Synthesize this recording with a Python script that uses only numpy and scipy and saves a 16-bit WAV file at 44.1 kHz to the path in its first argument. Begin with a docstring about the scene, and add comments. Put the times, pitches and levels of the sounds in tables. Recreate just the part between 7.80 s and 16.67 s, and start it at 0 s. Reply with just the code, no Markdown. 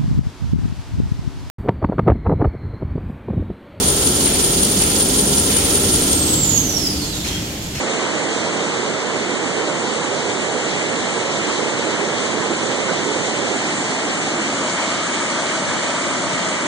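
"""A waterfall in flood pours into a wooded gorge, heard from the bank by a close microphone pair.
From the start, turbulence and bubbles roar on the right, sheets of water crash on rocks, and a diffuse
wash and hissing spray fill the air. Low and mid bands swell briefly in the roar, with a splash near 5.1 s.
Near 5.8 s the listener turns to the pool and the ground echo lags more; near 6.7 s a second turn centres
the fall, now brighter. From about 7.4 s the fall's draught puffs at the microphones."""
import sys
import numpy as np
from scipy import signal
from scipy.fft import rfft, irfft
from scipy.io import wavfile

SR = 44100
rng = np.random.default_rng(int(sys.argv[2]) if len(sys.argv) > 2 else 0)


def log_audio(samples):
    """Write samples as a 16-bit WAV file to the path given in sys.argv[1]."""
    # one column per channel
    frames = np.atleast_2d(samples).T
    # limit to full scale, then quantise
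    limited = np.clip(frames, -1, 1)
    pcm = np.round(limited * 32767).astype(np.int16)
    wavfile.write(sys.argv[1], SR, pcm)


N = 391166
TIME, FREQS = np.arange(N) / SR, np.maximum(np.arange(N // 2 + 1) * SR / N, 1)

# strength of the flow, of which only the swing about the mean is heard: t/s, level/dB
FLOW_LEVEL = [(0.1, -31), (0.5, -31), (1.15, -32.5), (2.2, -31.5), (3.5, -30.5), (4.6, -31), (5.3, -30),
              (6.2, -31), (7.0, -30), (7.9, -30.5), (8.7, -31)]
# spectra of the roar from the side, across the pool and from the front: f/Hz, density/(dB per Hz)
SIDE_SPECTRUM = [(50, -83.5), (70, -76), (100, -63.5), (160, -54.5), (230, -49), (300, -49.5), (420, -51.5),
                 (560, -53), (740, -53.5), (950, -61), (1300, -64), (2000, -90)]
POOL_SPECTRUM = [(60, -89.5), (100, -64), (190, -54.3), (280, -48.5), (400, -54.5), (520, -56),
                 (750, -55.5), (1000, -61.5), (1300, -66.5), (2000, -83)]
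FRONT_SPECTRUM = [(60, -88), (110, -62.5), (190, -53), (270, -53.5), (440, -57.5), (600, -54.5),
                  (820, -59.5), (980, -60.5), (1300, -63), (1800, -75.5), (2500, -52.5), (4500, -82.5)]
# sheets of water breaking on rock: f/Hz, density/(dB per Hz)
CRASH_SPECTRUM = [(500, -83.5), (800, -66), (1030, -61), (1400, -64), (1900, -67), (2800, -78.5)]
# diffuse field of the rapids and gorge walls: f/Hz, density/(dB per Hz)
WASH_SPECTRUM = [(50, -85), (70, -82.5), (100, -67), (180, -60), (420, -58.5), (750, -62), (1200, -62.5),
                 (1650, -63.5), (2100, -63.5), (2700, -62.5), (3500, -91)]
# spray and bursting foam: f/Hz, density/(dB per Hz)
SPRAY_SPECTRUM = [(700, -85), (1400, -67), (2100, -61), (2700, -58.5), (3500, -64), (4200, -65),
                  (5200, -70.5), (6100, -65.5), (7200, -64.5), (8200, -63.5), (8900, -76.5), (9300, -99.5)]
# change in the hiss when facing the fall: f/Hz, gain/dB
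SPRAY_FRONT_GAIN = [(1400, -2), (2400, 1.5), (3600, -2), (4800, 1), (6200, 0.6), (8000, 1.4)]
# brief swells of band noise in the roar, with a splash near 5.1 s: t/s, centre f/Hz, half-width/s, level/dB
ROAR_SWELLS = [(0.254, 1200, .035, -31), (0.565, 437, 0.043, -26.5), (0.673, 904, .02, -33),
               (1.35, 427, .018, -24), (1.356, 980, 0.017, -31), (3.7, 1076, 0.032, -31),
               (3.816, 435, 0.032, -24), (4.072, 390, 0.018, -19.5), (4.22, 430, 0.025, -26),
               (4.612, 1421, .02, -30), (4.715, 400, 0.027, -24), (5.1, 1180, 0.017, -26.5),
               (5.133, 700, 0.014, -24), (5.283, 353, 0.031, -29), (5.6, 385, 0.019, -26),
               (7.26, 1250, .018, -28), (7.605, 1010, 0.022, -30), (7.91, 1250, .03, -29.5),
               (8.181, 1200, 0.012, -27), (8.538, 173, 0.025, -31)]
# the listener's turns, to the pool and then to the fall: middle t/s, duration/s, share of a whole turn
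TURNS = [(5.77, .1, .48), (6.7, 0.49, 0.48)]
# puffs of draught at the microphones: t/s, half-width/s, level/dB
DRAUGHT_PUFFS = [(7.36, 0.013, -39), (7.882, .015, -28), (7.947, .028, -37), (8.06, .025, -38),
                 (8.30, .035, -37), (8.465, .03, -35)]
# comb filtering of the pair's sum and difference: f/Hz, depth (0-1)
COMB_DEPTH = [(600, 0.19), (1000, 0.64), (1250, 1), (4100, 1), (4600, 0.6), (5200, 0.71), (6400, 0.05),
              (7300, 0.3), (8000, 0.78)]
# extra gain of the pair's difference signal: f/Hz, gain/dB
DIFFERENCE_GAIN = [(1000, -0.04), (1500, 9.5), (2050, 2), (2650, -4.5), (3500, 2), (4400, 0.5),
                   (6200, -0.5), (7500, -2.4)]


def from_db(db):
    """Amplitude grows tenfold for every 20 dB."""
    return 10 ** (np.asarray(db) / 20)


def unit_power(x):
    """Division by the RMS value normalises the power to one."""
    return x / np.sqrt(np.mean(x ** 2) + 1e-20)


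def at_hz(table, hz):
    """Linear interpolation on a logarithmic frequency axis."""
    known_hz, values = np.transpose(table)
    return np.interp(np.log(hz), np.log(known_hz), values)


def colour(white, spectrum):
    """Linear filtering gives flat noise of unit power a spectral density in dB per Hz."""
    return irfft(rfft(white) * from_db(at_hz(spectrum, FREQS)) * np.sqrt(SR / 2), N)


def drift(rate_hz):
    """Low-pass filtered noise wanders smoothly, with unit RMS."""
    hop, settling = 100, 1000
    pole = np.exp(-2 * np.pi * rate_hz * hop / SR)
    white = rng.standard_normal(N // hop + settling + 2)
    slow = signal.lfilter([1], [1, -2 * pole, pole * pole], white)[settling:]
    return np.interp(np.arange(N) / hop, np.arange(len(slow)), unit_power(slow))


def turbulence(depth_db, rate_hz, channels):
    """Random amplitude modulation: each octave of noise swells on its own as lumps of water break up."""
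    white, out = rfft(rng.standard_normal((channels, N))), 0
    octave = np.clip(np.log2(FREQS / 50).astype(int), 0, 7)
    for k in np.unique(octave):
        out += irfft(white * (octave == k), N) * from_db(depth_db * drift(rate_hz))
    return unit_power(out)


def bubbles(per_s, low_hz, high_hz, cycles, spread_db, pitches):
    """Damped resonance: bubbles born at random ring at their own pitch, falling 60 dB in `cycles`."""
    strengths = from_db(spread_db * np.minimum(rng.exponential(1, N), 5)) * rng.choice([-1, 1], N)
    births = strengths * (rng.random(N) < per_s / SR)
    pitch_index, out = rng.integers(0, pitches, N), 0
    for k, hz in enumerate(np.geomspace(low_hz, high_hz, pitches)):
        radius, angle = np.exp(-np.log(1000) * hz / (cycles * SR)), 2 * np.pi * hz / SR
        resonator = [1, -2 * radius * np.cos(angle), radius * radius]
        ring = signal.lfilter([1, 0, -1], resonator, births * (pitch_index == k) + 1e-18)
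        out += unit_power(ring) * np.sqrt(hz)   # equal power per Hz
    return unit_power(out)


def roar(to_pool, to_fall):
    """Turbulence and bubble resonance at the foot of the fall, coloured by the listening direction."""
    churn = bubbles(per_s=3000, low_hz=216.6, high_hz=1900, cycles=22, spread_db=3, pitches=24)
    water = turbulence(depth_db=0.63, rate_hz=9.2, channels=1)[0] + from_db(-19) * churn
    side = (1 - to_pool) * colour(water, SIDE_SPECTRUM)
    pool = (to_pool - to_fall) * colour(water, POOL_SPECTRUM)
    front = to_fall * colour(water, FRONT_SPECTRUM)
    direct = side + front + crashes(to_fall)
    return direct + pool + ground_echo(direct, to_pool)


def crashes(to_fall, aside_db=-5.5):
    """Impact noise: sheets of water break unevenly on the rocks, weaker until the listener faces them."""
    splashes = turbulence(depth_db=2.5, rate_hz=13, channels=1)[0]
    return from_db(aside_db * (1 - to_fall)) * colour(splashes, CRASH_SPECTRUM)


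def ground_echo(direct, to_pool, lag_before_s=0.001944, lag_after_s=0.003126, reflection=0.29):
    """Leafy ground reflects the lows late; the hollow interference colour sinks as the path grows."""
    lag_s = lag_before_s + (lag_after_s - lag_before_s) * to_pool
    delayed = np.interp(TIME - lag_s, TIME, direct)
    absorption = signal.butter(1, 1120, fs=SR, output="sos")
    return reflection * signal.sosfilt(absorption, delayed)


def wash():
    """A diffuse field: rapids and gorge echo arrive from all sides, uncorrelated between channels."""
    return colour(turbulence(depth_db=1, rate_hz=1.6, channels=2), WASH_SPECTRUM)


def spray(facing):
    """Small bubbles resonate high: their fizz joins the hiss of mist, a little brighter from the front."""
    fizz = np.array([bubbles(per_s=9800, low_hz=1860, high_hz=9200, cycles=4.6, spread_db=6, pitches=12)
                     for channel in "LR"])
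    mist = turbulence(depth_db=1, rate_hz=13, channels=2)
    side = colour(mist + from_db(-14) * fizz, SPRAY_SPECTRUM)
    front = irfft(rfft(side) * from_db(at_hz(SPRAY_FRONT_GAIN, FREQS)), N)
    return (1 - facing) * side + facing * front


def burst(noise, at_s, half_width_s, level_db):
    """A Gaussian envelope shapes noise into a swell with the given RMS level at its top."""
    bell = np.exp(-np.minimum(((TIME - at_s) / half_width_s) ** 2, 50))
    return from_db(level_db) * unit_power(noise * bell) * np.sqrt(np.mean(bell ** 2))


def swells(edge_ratio=1.265):
    """Amplitude modulation: low and mid bands of noise swell briefly in the roar, once as a splash."""
    white, out = rng.standard_normal(N), np.zeros(N)
    for at_s, hz, half_width_s, level_db in ROAR_SWELLS:
        band = signal.butter(2, [hz / edge_ratio, hz * edge_ratio], "band", fs=SR, output="sos")
        out += burst(signal.sosfilt(band, white), at_s, half_width_s, level_db)
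    return out


def turn(middle_s, duration_s):
    """Half a cycle of harmonic motion carries a turn gently from 0 to 1."""
    return .5 + .5 * np.sin(np.pi * np.clip((TIME - middle_s) / duration_s, -.5, .5))


def bearing(facing, aside_db=-8.25, ahead_db=0.15):
    """A level difference, left minus right, moves the fall from right to centre at constant power."""
    difference_db = aside_db * (1 - facing) + ahead_db * facing
    gains = from_db(difference_db * np.array([[.5], [-.5]]))
    return gains / np.sqrt(np.mean(gains ** 2, axis=0))


def draught(low_hz=55, high_hz=135):
    """Eddy pressure: air pushed out by the fall thuds on the microphone ports, in antiphase."""
    band = signal.butter(2, [low_hz, high_hz], "band", fs=SR, output="sos")
    eddies = signal.sosfilt(band, rng.standard_normal(N))
    thuds = sum(burst(eddies, *puff) for puff in DRAUGHT_PUFFS)
    return thuds * np.array([[1], [-1]])


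def scene():
    """Superposition of the sources; roar and spray follow the flow and the listener's turns."""
    flow_db = np.interp(TIME, *np.transpose(FLOW_LEVEL))
    surge_db = flow_db - flow_db.mean()
    roar_db = 0.4 * surge_db - 0.13   # the roar swings less than the spray
    to_pool, to_fall = [turn(at_s, duration_s) for at_s, duration_s, share in TURNS]
    facing = sum(share * turn(at_s, duration_s) for at_s, duration_s, share in TURNS)
    plunge = from_db(roar_db) * roar(to_pool, to_fall) + swells()
    return plunge * bearing(facing) + wash() + from_db(surge_db) * spray(facing) + draught()


def comb_gain(power, notch_edge=0.13):
    """Notch shaping: the root of the comb's power, with an extra cut that deepens and widens each notch."""
    return np.sqrt(power) * power ** 2 / (power ** 2 + notch_edge ** 2)


def record(dry, comb_spacing_hz=2607, low_cut_hz=66, high_cut_hz=9200):
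    """Comb filtering: the pair's delayed cross-feed cancels sum and difference in turn, widening the image."""
    left, right = rfft(dry)
    comb = at_hz(COMB_DEPTH, FREQS) * np.cos(2 * np.pi * FREQS / comb_spacing_hz)
    mid = (left + right) / 2 * comb_gain(1 - comb)
    side = (left - right) / 2 * comb_gain(1 + comb) * from_db(at_hz(DIFFERENCE_GAIN, FREQS))
    widened = irfft([mid + side, mid - side], N)
    high_pass = signal.butter(6, low_cut_hz, "high", fs=SR, output="sos")
    low_pass = signal.ellip(14, .1, 80, high_cut_hz, fs=SR, output="sos")
    return signal.sosfilt(low_pass, signal.sosfilt(high_pass, widened))


dry = scene()
out = record(dry)
log_audio(out)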